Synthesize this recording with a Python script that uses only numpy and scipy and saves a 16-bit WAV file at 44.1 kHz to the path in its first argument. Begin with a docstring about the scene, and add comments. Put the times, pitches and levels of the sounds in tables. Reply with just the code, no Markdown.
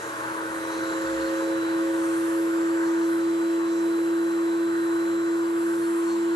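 """At a workbench, close to a two-port microphone, a small electric dental motor creeps up in speed
while its bur cuts a model tooth. The shaft hums, beats with the mains ripple and whines at its gear
orders: sines locked to the shaft angle. Shaped noise makes the rushing drone around it.
The bur's hiss is noise swelling once a turn through resonances; it bites in swells and chatters in
bursts of blows, and two soft, low bumps come through the bench."""
import sys
import numpy as np
from scipy import signal
from scipy.fft import rfft, irfft, next_fast_len
from scipy.io import wavfile
from scipy.ndimage import uniform_filter1d, map_coordinates

SR = 44100
rng = np.random.default_rng(int(sys.argv[2]) if len(sys.argv) > 2 else 0)


def digitize_waveform(pressure):
    """Quantize a signal to 16-bit integers and store it at the path in sys.argv[1].

    Rows of a 2-D input are taken as channels; values are limited to [-1, 1].
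    """
    field = np.atleast_2d(pressure).T
    bounded = np.clip(field, -1, 1)
    quanta = np.round(bounded * 32767).astype(np.int16)
    wavfile.write(sys.argv[1], SR, quanta)


N = 280102  # samples
RIPPLE_HZ = 120  # torque ripple, twice the mains frequency


def amp(db):
    """Decibel law: a level in dB as an amplitude ratio."""
    return 10 ** (np.asarray(db) / 20)


def unit(x):
    """Normalisation to an rms of 1."""
    return x / np.sqrt(np.mean(x ** 2) + 1e-20)


def along(points, hz):
    """Interpolation of each column after the frequency, on a logarithmic frequency axis."""
    f, *columns = np.transpose(points)
    return [np.interp(np.log(hz + 1), np.log(f + 1), column) for column in columns]


def curves(rows):
    """Linear interpolation in time: one value per sample for each column after the time."""
    s, *columns = np.transpose(rows)
    return [np.interp(np.arange(N) / SR, s, column) for column in columns]


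def wobble(rate):
    """Slow random modulation: a smooth curve through about `rate` random knots a second."""
    coarse = np.arange(0, N + 64, 64)
    knots = rng.standard_normal(int(N * rate / SR) + 4)
    smooth = map_coordinates(knots, [coarse * rate / SR])
    return np.interp(np.arange(N), coarse, smooth)


def filtered(x, response):
    """Linear filtering: the spectrum of x times a complex response of frequency."""
    m = next_fast_len(N + SR // 2)
    return irfft(rfft(x, m) * response(np.fft.rfftfreq(m, 1 / SR)), m)[..., :N]


def rush(spectrum, patchy_db):
    """Turbulence-like noise: two unrelated noises sharing one colour and patches of random gain, rms 1."""
    z = signal.stft(rng.standard_normal((2, N)), nperseg=512)[2]
    field = uniform_filter1d(rng.standard_normal(z.shape[1:]), 6, 0)  # smoothed over frequency
    field = uniform_filter1d(field, 14, 1)  # then over time
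    pair = signal.istft(z * amp(patchy_db * unit(field)), nperseg=512)[1][:, :N]
    return unit(filtered(pair, lambda hz: amp(along(spectrum, hz)[0])))


def resonate(x, hz, width):
    """Resonance: a damped second-order band-pass applied twice, brought to rms 1."""
    def response(f):
        return (1j * f * width / (hz * hz - f * f + 1j * f * width)) ** 2
    return unit(filtered(x, response))


def shaft_speed():
    """Rotation rate of the shaft in Hz, creeping upward."""
    # Run-up of the shaft: t/s, speed f/Hz
    speed_points = [(0.0, 324.48), (0.4, 326.16), (0.8, 327.7), (1.1, 328.51), (1.5, 329.67), (1.8, 330.68),
                    (2.2, 331.52), (2.5, 331.87), (3.0, 332.76), (3.6, 333.55), (4.0, 333.91),
                    (4.4, 334.35), (4.8, 334.76), (5.15, 334.73), (5.5, 335.37), (5.9, 335.6),
                    (6.3, 336.09)]
    return curves(speed_points)[0]


def gained():
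    """Speed increment: Hz of shaft speed gained since the start."""
    speed = shaft_speed()
    return speed - speed[0]


def shaft_angle():
    """Integration of speed: radians turned by the shaft."""
    return 2 * np.pi * np.cumsum(shaft_speed()) / SR


def shaft_orders(angle):
    """Order tones: harmonics of rotation, here the shaft tone and the gear whines at orders 12 and 22."""
    # Strong orders: t/s, shaft tone level/dB, order 12 level/dB, order 22 level/dB
    order_levels = [(0, -47, -54, -54), (.25, -39, -66, -57), (.48, -34, -63, -56), (.62, -32.5, -53, -56),
                    (.82, -30.5, -50.5, -59), (.88, -29.5, -51, -49.5), (1.2, -28.5, -58, -49),
                    (1.62, -26, -48.5, -53.5), (1.72, -24.5, -50, -53), (1.85, -24.5, -62, -53.5),
                    (2.2, -24.5, -65, -53), (2.75, -23.5, -70, -49.5), (2.92, -23.5, -60, -51),
                    (3.05, -23, -58, -54), (3.4, -23.5, -53.5, -51.5), (4.2, -23.5, -55, -53),
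                    (5.0, -24, -52.5, -51), (5.3, -23.5, -53.5, -51.5), (5.5, -24.5, -62, -51.5),
                    (6.1, -23.5, -61.5, -49.5), (6.35, -23.7, -57, -52)]
    # Depth of random flutter for the same three tones: depth/dB; gear whines waver most
    flutter_depths = [0.35, .84, 1.05]
    tones = np.zeros(N)
    for order, db, depth_db in zip((1, 12, 22), curves(order_levels), flutter_depths):
        tones += amp(db + depth_db * wobble(16)) * np.sin(order * angle)
    return tones


def side_tones(angle, ripple):
    """Intermodulation: sums and differences of order and ripple phases; some are pure orders or ripple."""
    # Tones that grow or fade with speed: shaft order, multiple of the ripple, level at start/dB,
    # slope/(dB per Hz of speed gained), flutter depth/dB, slow swing depth/dB
    side_rows = [(1, -1, -63, 1.08, 1.9, 0.2), (1, 1, -45.5, -0.72, 1.5, 1.7), (2, 0, -49, -.5, 1.2, 0.5),
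                 (0, 1, -54.5, -.5, 3, 1), (30, 0, -58, -0.38, 0.5, 2.5), (1, 2, -47, -2.3, 0.5, 3),
                 (21, 0, -63, -1, 4, 5)]
    tones = np.zeros(N)
    for order, multiple, db, slope_db, flutter_db, swing_db in side_rows:
        level_db = db + slope_db * gained() + flutter_db * wobble(16) + swing_db * wobble(3.047)
        tones += amp(level_db) * np.sin(order * angle + multiple * ripple)
    return tones


def faint_orders(angle):
    """Weak rotational harmonics: the faint orders come and go as the load shifts."""
    # Faint orders: shaft order, mean level/dB
    faint_rows = [(3, -79), (8, -70), (10, -71), (15, -92), (16, -76), (18, -77), (23, -87), (24, -75),
                  (26, -72), (27, -68.5), (37, -81)]
    # order ** 2 only scatters the starting phases
    return sum(amp(db + 2.0 * wobble(1.5)) * np.sin(order * angle + order ** 2) for order, db in faint_rows)


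def resonant_db():
    """Resonance crossing: the level climbs to a sharp peak in speed, then falls and throbs by interference."""
    peak_speed_hz, peak_db, rounding_hz = 329, -31.5, 0.33  # rounding lowers and blunts the peak
    climb_db_per_hz, fall_db_per_hz = 5.5, 4
    throb_from_s, throb_grows_s, throb_share = 1.36, 0.19, 0.37
    first_dip_s, throb_per_s, throb_gain_per_s2 = 1.67, 1.75, .76  # rate at the first dip, and its growth
    t = np.arange(N) / SR
    past = shaft_speed() - peak_speed_hz
    away_db = np.hypot(past, rounding_hz) * np.where(past < 0, climb_db_per_hz, fall_db_per_hz)
    share = throb_share * np.clip((t - throb_from_s) / throb_grows_s, 0, 1)
    since_dip = t - first_dip_s
    cycles = since_dip * (throb_per_s + throb_gain_per_s2 * since_dip / 2)
    throb_db = 20 * np.log10(np.abs(1 - share * np.exp(2j * np.pi * cycles)))
    return peak_db - away_db + throb_db


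def resonant_tone(angle, ripple):
    """Swept excitation of a resonance: twice the shaft speed less the ripple climbs through it."""
    return amp(resonant_db() + 0.6 * wobble(10)) * np.sin(2 * angle - ripple)


def motor(angle):
    """Superposition of shaft orders and their sums and differences with the torque ripple."""
    ripple = 2 * np.pi * RIPPLE_HZ * np.arange(N) / SR
    tones = shaft_orders(angle) + resonant_tone(angle, ripple)
    tones += side_tones(angle, ripple) + faint_orders(angle)
    return np.sqrt(2) * tones  # so that the levels are rms levels


def room(x, delay, t60, wet_db):
    """Reverberation: direct sound plus one fixed, decaying tail of reflections that ripples the spectrum."""
    t = np.arange(SR // 2) / SR
    tail = rng.standard_normal(len(t)) * amp(-60 * t / t60)
    tail *= t > delay  # silent until the first wall answers
    answer = amp(wet_db) * unit(tail) / np.sqrt(len(t))
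    answer[0] = 1
    answer /= np.linalg.norm(answer)
    return signal.fftconvolve(x, answer[None], axes=1)[:, :N]


def drone():
    """Broadband radiation: spectrally shaped noise of the motor, its housing and moving air."""
    # Course of the layers, before the fixed gains below: t/s, drone level/dB, buzz level/dB, air level/dB
    layer_levels = [(0, -38, -48.5, -50), (.3, -37.3, -50, -51.5), (1.1, -37.5, -49, -50),
                    (1.8, -39, -51, -51.7), (2.4, -40, -51.5, -52), (2.88, -39, -52, -53),
                    (3.45, -41.5, -54, -53.5), (4, -41.5, -51.5, -54), (4.45, -42, -52.5, -54.5),
                    (4.8, -41.5, -54, -54.5), (5.25, -41.5, -52, -54.5), (5.9, -41.5, -55, -54),
                    (6.35, -41, -55, -53)]
    # Relative spectra of motor drone, housing buzz, moving air and the room's steady floor: f/Hz, level/dB
    drone_spectrum = [(550, -15), (700, -20.5), (850, -5), (1050, -0.5), (1250, -3), (1380, -2), (1530, 1),
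                      (1680, -5.5), (1850, -5), (2100, -16), (2600, -23.5), (4000, -60)]
    buzz_spectrum = [(150, -30), (220, -11), (270, -17), (310, 3.5), (380, -3), (480, -2.5), (570, -20),
                     (640, -6.5), (720, -5), (900, -33.5)]
    air_spectrum = [(1200, -32), (2000, 0), (3000, -1), (4500, -4), (6000, -12), (7500, -5.5), (9000, -13),
                    (10200, -9.5), (11300, -7.5), (12000, -14), (12600, -17.5)]
    floor_spectrum = [(20, -14), (50, -13), (70, -8), (100, -6), (170, -2), (230, 0), (300, -20)]
    # Narrow housing modes, following the level of the buzz: f/Hz, width/Hz, relative level/dB
    housing_modes = [(348, 38, -0.5), (417.7, 22, -5.5), (464, 30, -4), (534, 28, -1)]
    drone_db, buzz_db, air_db = curves(layer_levels)
    far = amp(drone_db + 4) * rush(drone_spectrum, patchy_db=1.13)
    far += amp(air_db + 5) * rush(air_spectrum, patchy_db=1.14)
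    far = room(far, delay=.012, t60=.35, wet_db=-10)
    modes = sum(amp(db) * resonate(rng.standard_normal((2, N)), hz, width) for hz, width, db in housing_modes)
    housing = amp(5.5) * rush(buzz_spectrum, patchy_db=1.0) + amp(1) * modes
    floor = amp(-63.5) * rush(floor_spectrum, patchy_db=2)
    return far + floor + amp(buzz_db) * housing


def strikes(angle, turns):
    """Periodic impact: one sharp blow every so many turns, rms 1."""
    return unit(np.exp(1500 / turns * (np.cos(angle / turns) - 1)))


def bite_gain(mode_hz, start_db, slope_db):
    """Power addition in one resonance: the steady grind plus every bite whose hiss lies near it."""
    # Bites of the bur: t/s, length/s, peak level/dB, first hiss pitch f/Hz, last hiss pitch f/Hz
    bites = [(.45, .33, -56, 9600, 9000), (.5, .7, -56, 6000, 6000), (1.3, .2, -57, 6000, 6000),
             (1.846, .75, -48, 8600, 11100), (1.9, 0.52, -57, 6000, 6000), (2.82, .35, -57.5, 6000, 6000),
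             (3.04, 0.19, -50.5, 10600, 10200), (3.62, .25, -57, 6000, 6000),
             (3.78, 0.34, -56.5, 9600, 10700), (4.15, .22, -63, 10000, 10000),
             (4.65, .55, -57, 9700, 11100), (5.416, 0.8, -50, 10400, 9600), (5.95, 0.25, -58, 6000, 6000)]
    spread_hz, edge = 790, 0.29  # reach of the hiss round its pitch; share of a bite rising, and falling
    t = np.arange(N) / SR
    # 1.94 rather than 2 turns dB into power, compressing the level range slightly
    power = amp(1.94 * (start_db + slope_db * gained() + 1.0 * wobble(5.2)))
    for s, length, db, first_hz, last_hz in bites:
        u = np.clip((t - s) / length, 0, 1)
        pitch_hz = first_hz + (last_hz - first_hz) * u
        near = np.exp(-((pitch_hz - mode_hz) / spread_hz) ** 2)
        envelope = np.clip(np.minimum(u, 1 - u) / edge, 0, 1)
        power += near * (amp(db) * envelope) ** 2
    return np.sqrt(power)


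def scrape(angle):
    """Forced resonance: grit scrapes hardest once a turn, and the high flute strikes the tooth."""
    # Resonances of tooth and bur: f/Hz, width/Hz
    tooth_modes = [(8870, 1400), (9870, 1500), (11070, 860), (6020, 1240)]
    # Steady scrape in each of these, before bite_gain's compression:
    # level at start/dB, slope/(dB per Hz of speed gained)
    grind_levels = [(-59, -0.64), (-54.5, -0.65), (-63.5, -0.43), (-57.5, -0.52)]
    swing = 1 + .22 * np.cos(angle)
    # the flute goes only to the first signal, which both ports share
    flute = 0.5 * strikes(angle, 1) * amp(3 * wobble(8)) * [[1], [0]]
    out = np.zeros((2, N))
    for (start_db, slope_db), (hz, width) in zip(grind_levels, tooth_modes):
        grit = rng.standard_normal((2, N)) * swing * amp(1.3 * wobble(40))
        out += bite_gain(hz, start_db, slope_db) * resonate(grit + flute, hz, width)
    return out


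def ring(force, centre_hz, q):
    """Ringing: a resonant peak filter applied twice to a force, brought to rms 1."""
    b, a = signal.iirpeak(centre_hz, q, SR)
    return unit(signal.lfilter(b, a, signal.lfilter(b, a, force)))


def chatter(angle):
    """Subharmonic impact: the biting bur bounces every second turn, ringing near 4 kHz, weakly at 6."""
    # Bursts of chatter: t/s, length/s, level/dB, centre f/Hz, roughness (0 blows to 1 noise)
    bursts = [(0.715, 0.05, -45.5, 4100, 0.65), (.755, .06, -51, 4200, .4), (.81, .08, -53, 4200, 1),
              (0.888, .035, -49, 4130, 0.8), (.92, .03, -51, 4180, .8), (1.01, .03, -52, 4200, .8),
              (1.056, .035, -49, 4200, 0.7), (1.19, 0.07, -48, 4150, 0.65), (1.24, 0.07, -48.5, 4200, 0.5),
              (1.294, .055, -55, 4350, .35), (1.69, .05, -54, 4250, .5), (2.81, .04, -57, 4120, 0.6),
              (2.85, .05, -54, 4180, .6), (3.005, .055, -53, 4300, 0.5), (3.66, .06, -59, 4220, .5),
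              (5.81, .07, -55, 4280, .2), (6.06, 0.1, -49.5, 4230, 0.2), (6.143, .035, -54, 4100, 0.9)]
    blows, out = strikes(angle, 2), np.zeros(N)
    for s, length, db, hz, rough in bursts:
        part = slice(round(s * SR), round((s + length) * SR))
        noise = rng.standard_normal(N)[part]
        force = (1 - rough) * blows[part] + rough * noise
        tone = ring(force, hz, q=8) + amp(-13) * ring(force, 6000, q=14)
        out[part] += amp(db) * np.sqrt(np.hanning(len(force))) * tone
    return out


def bumps():
    """Low-frequency structural vibration: a soft push makes the bench swing a few times."""
    # Soft bumps through the bench: t/s, length/s, peak level/dB, f/Hz
    pushes = [(1.01, .16, -45, 65), (1.09, .23, -42, 66)]
    t = np.arange(N) / SR
    out = np.zeros(N)
    for s, length, db, hz in pushes:
        envelope = np.sin(np.pi * np.clip((t - s) / length, 0, 1)) ** 2
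        out += amp(db) * envelope * np.sin(2 * np.pi * hz * t)
    return out


def ports(direct, diffuse):
    """Interaural-like coherence: each port has its own level and phase; noise is only partly alike."""
    # The two ports: f/Hz, likeness (0-1), phase by which left leads/rad, left over right level/dB
    port_points = [(40, .88, -.4, 1.2), (120, .85, -.5, .8), (215, .9, -.49, -.6), (335, .96, -.43, -.45),
                   (455, .92, -.43, -2), (600, .6, -.3, -4), (760, .3, 1.3, 1), (900, .65, 1.6, 7),
                   (1150, .75, 1.9, 4), (1500, .88, 1.9, -1), (1900, .65, 2.2, -2), (2200, .1, 1, -.5),
                   (3200, .2, -1.2, -.5), (4100, .6, -.4, -2), (5200, .15, -.5, -5), (6200, .35, 0, -5.5),
                   (6900, .4, -.4, -4), (7170, .5, -2.4, -6), (7230, .55, -1.9, -6), (7340, .55, -2.4, -5),
                   (7800, .42, -1.6, 0), (8500, .7, -.3, 1.5), (9000, .85, .5, 0), (10200, .95, 2.9, 0),
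                   (11700, .9, 6, 0), (11900, .9, 6.28, 0), ]
    sign = np.array([[1], [-1]])  # left, right

    def mix(hz):
        # cos^2 - sin^2 of this angle equals the likeness
        turn = np.arccos(np.clip(along(port_points, hz)[0], 0, 1)) / 2
        return np.array([np.cos(turn), np.sin(turn)])

    def path(hz):
        _, lead, level_db = along(port_points, hz)
        return amp(sign * level_db / 2) * np.exp(.5j * sign * lead)

    shared, apart = filtered(diffuse, mix)
    return filtered(direct + shared + sign * apart, path)


def scene():
    """Superposition: tonal and impact sounds reach the ports coherently, noisy ones diffusely."""
    angle = shaft_angle()
    direct = motor(angle) + chatter(angle) + bumps()
    diffuse = drone() + scrape(angle)
    return ports(direct, diffuse)


def record(dry):
    """Band limitation: the microphone loses the deep bass; the recorder keeps nothing above its limit."""
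    low_hz, top_hz = 60, 12581
    return filtered(dry, lambda hz: (hz < top_hz) * hz ** 2 / (hz ** 2 + low_hz ** 2))


dry = scene()
out = record(dry)
digitize_waveform(out)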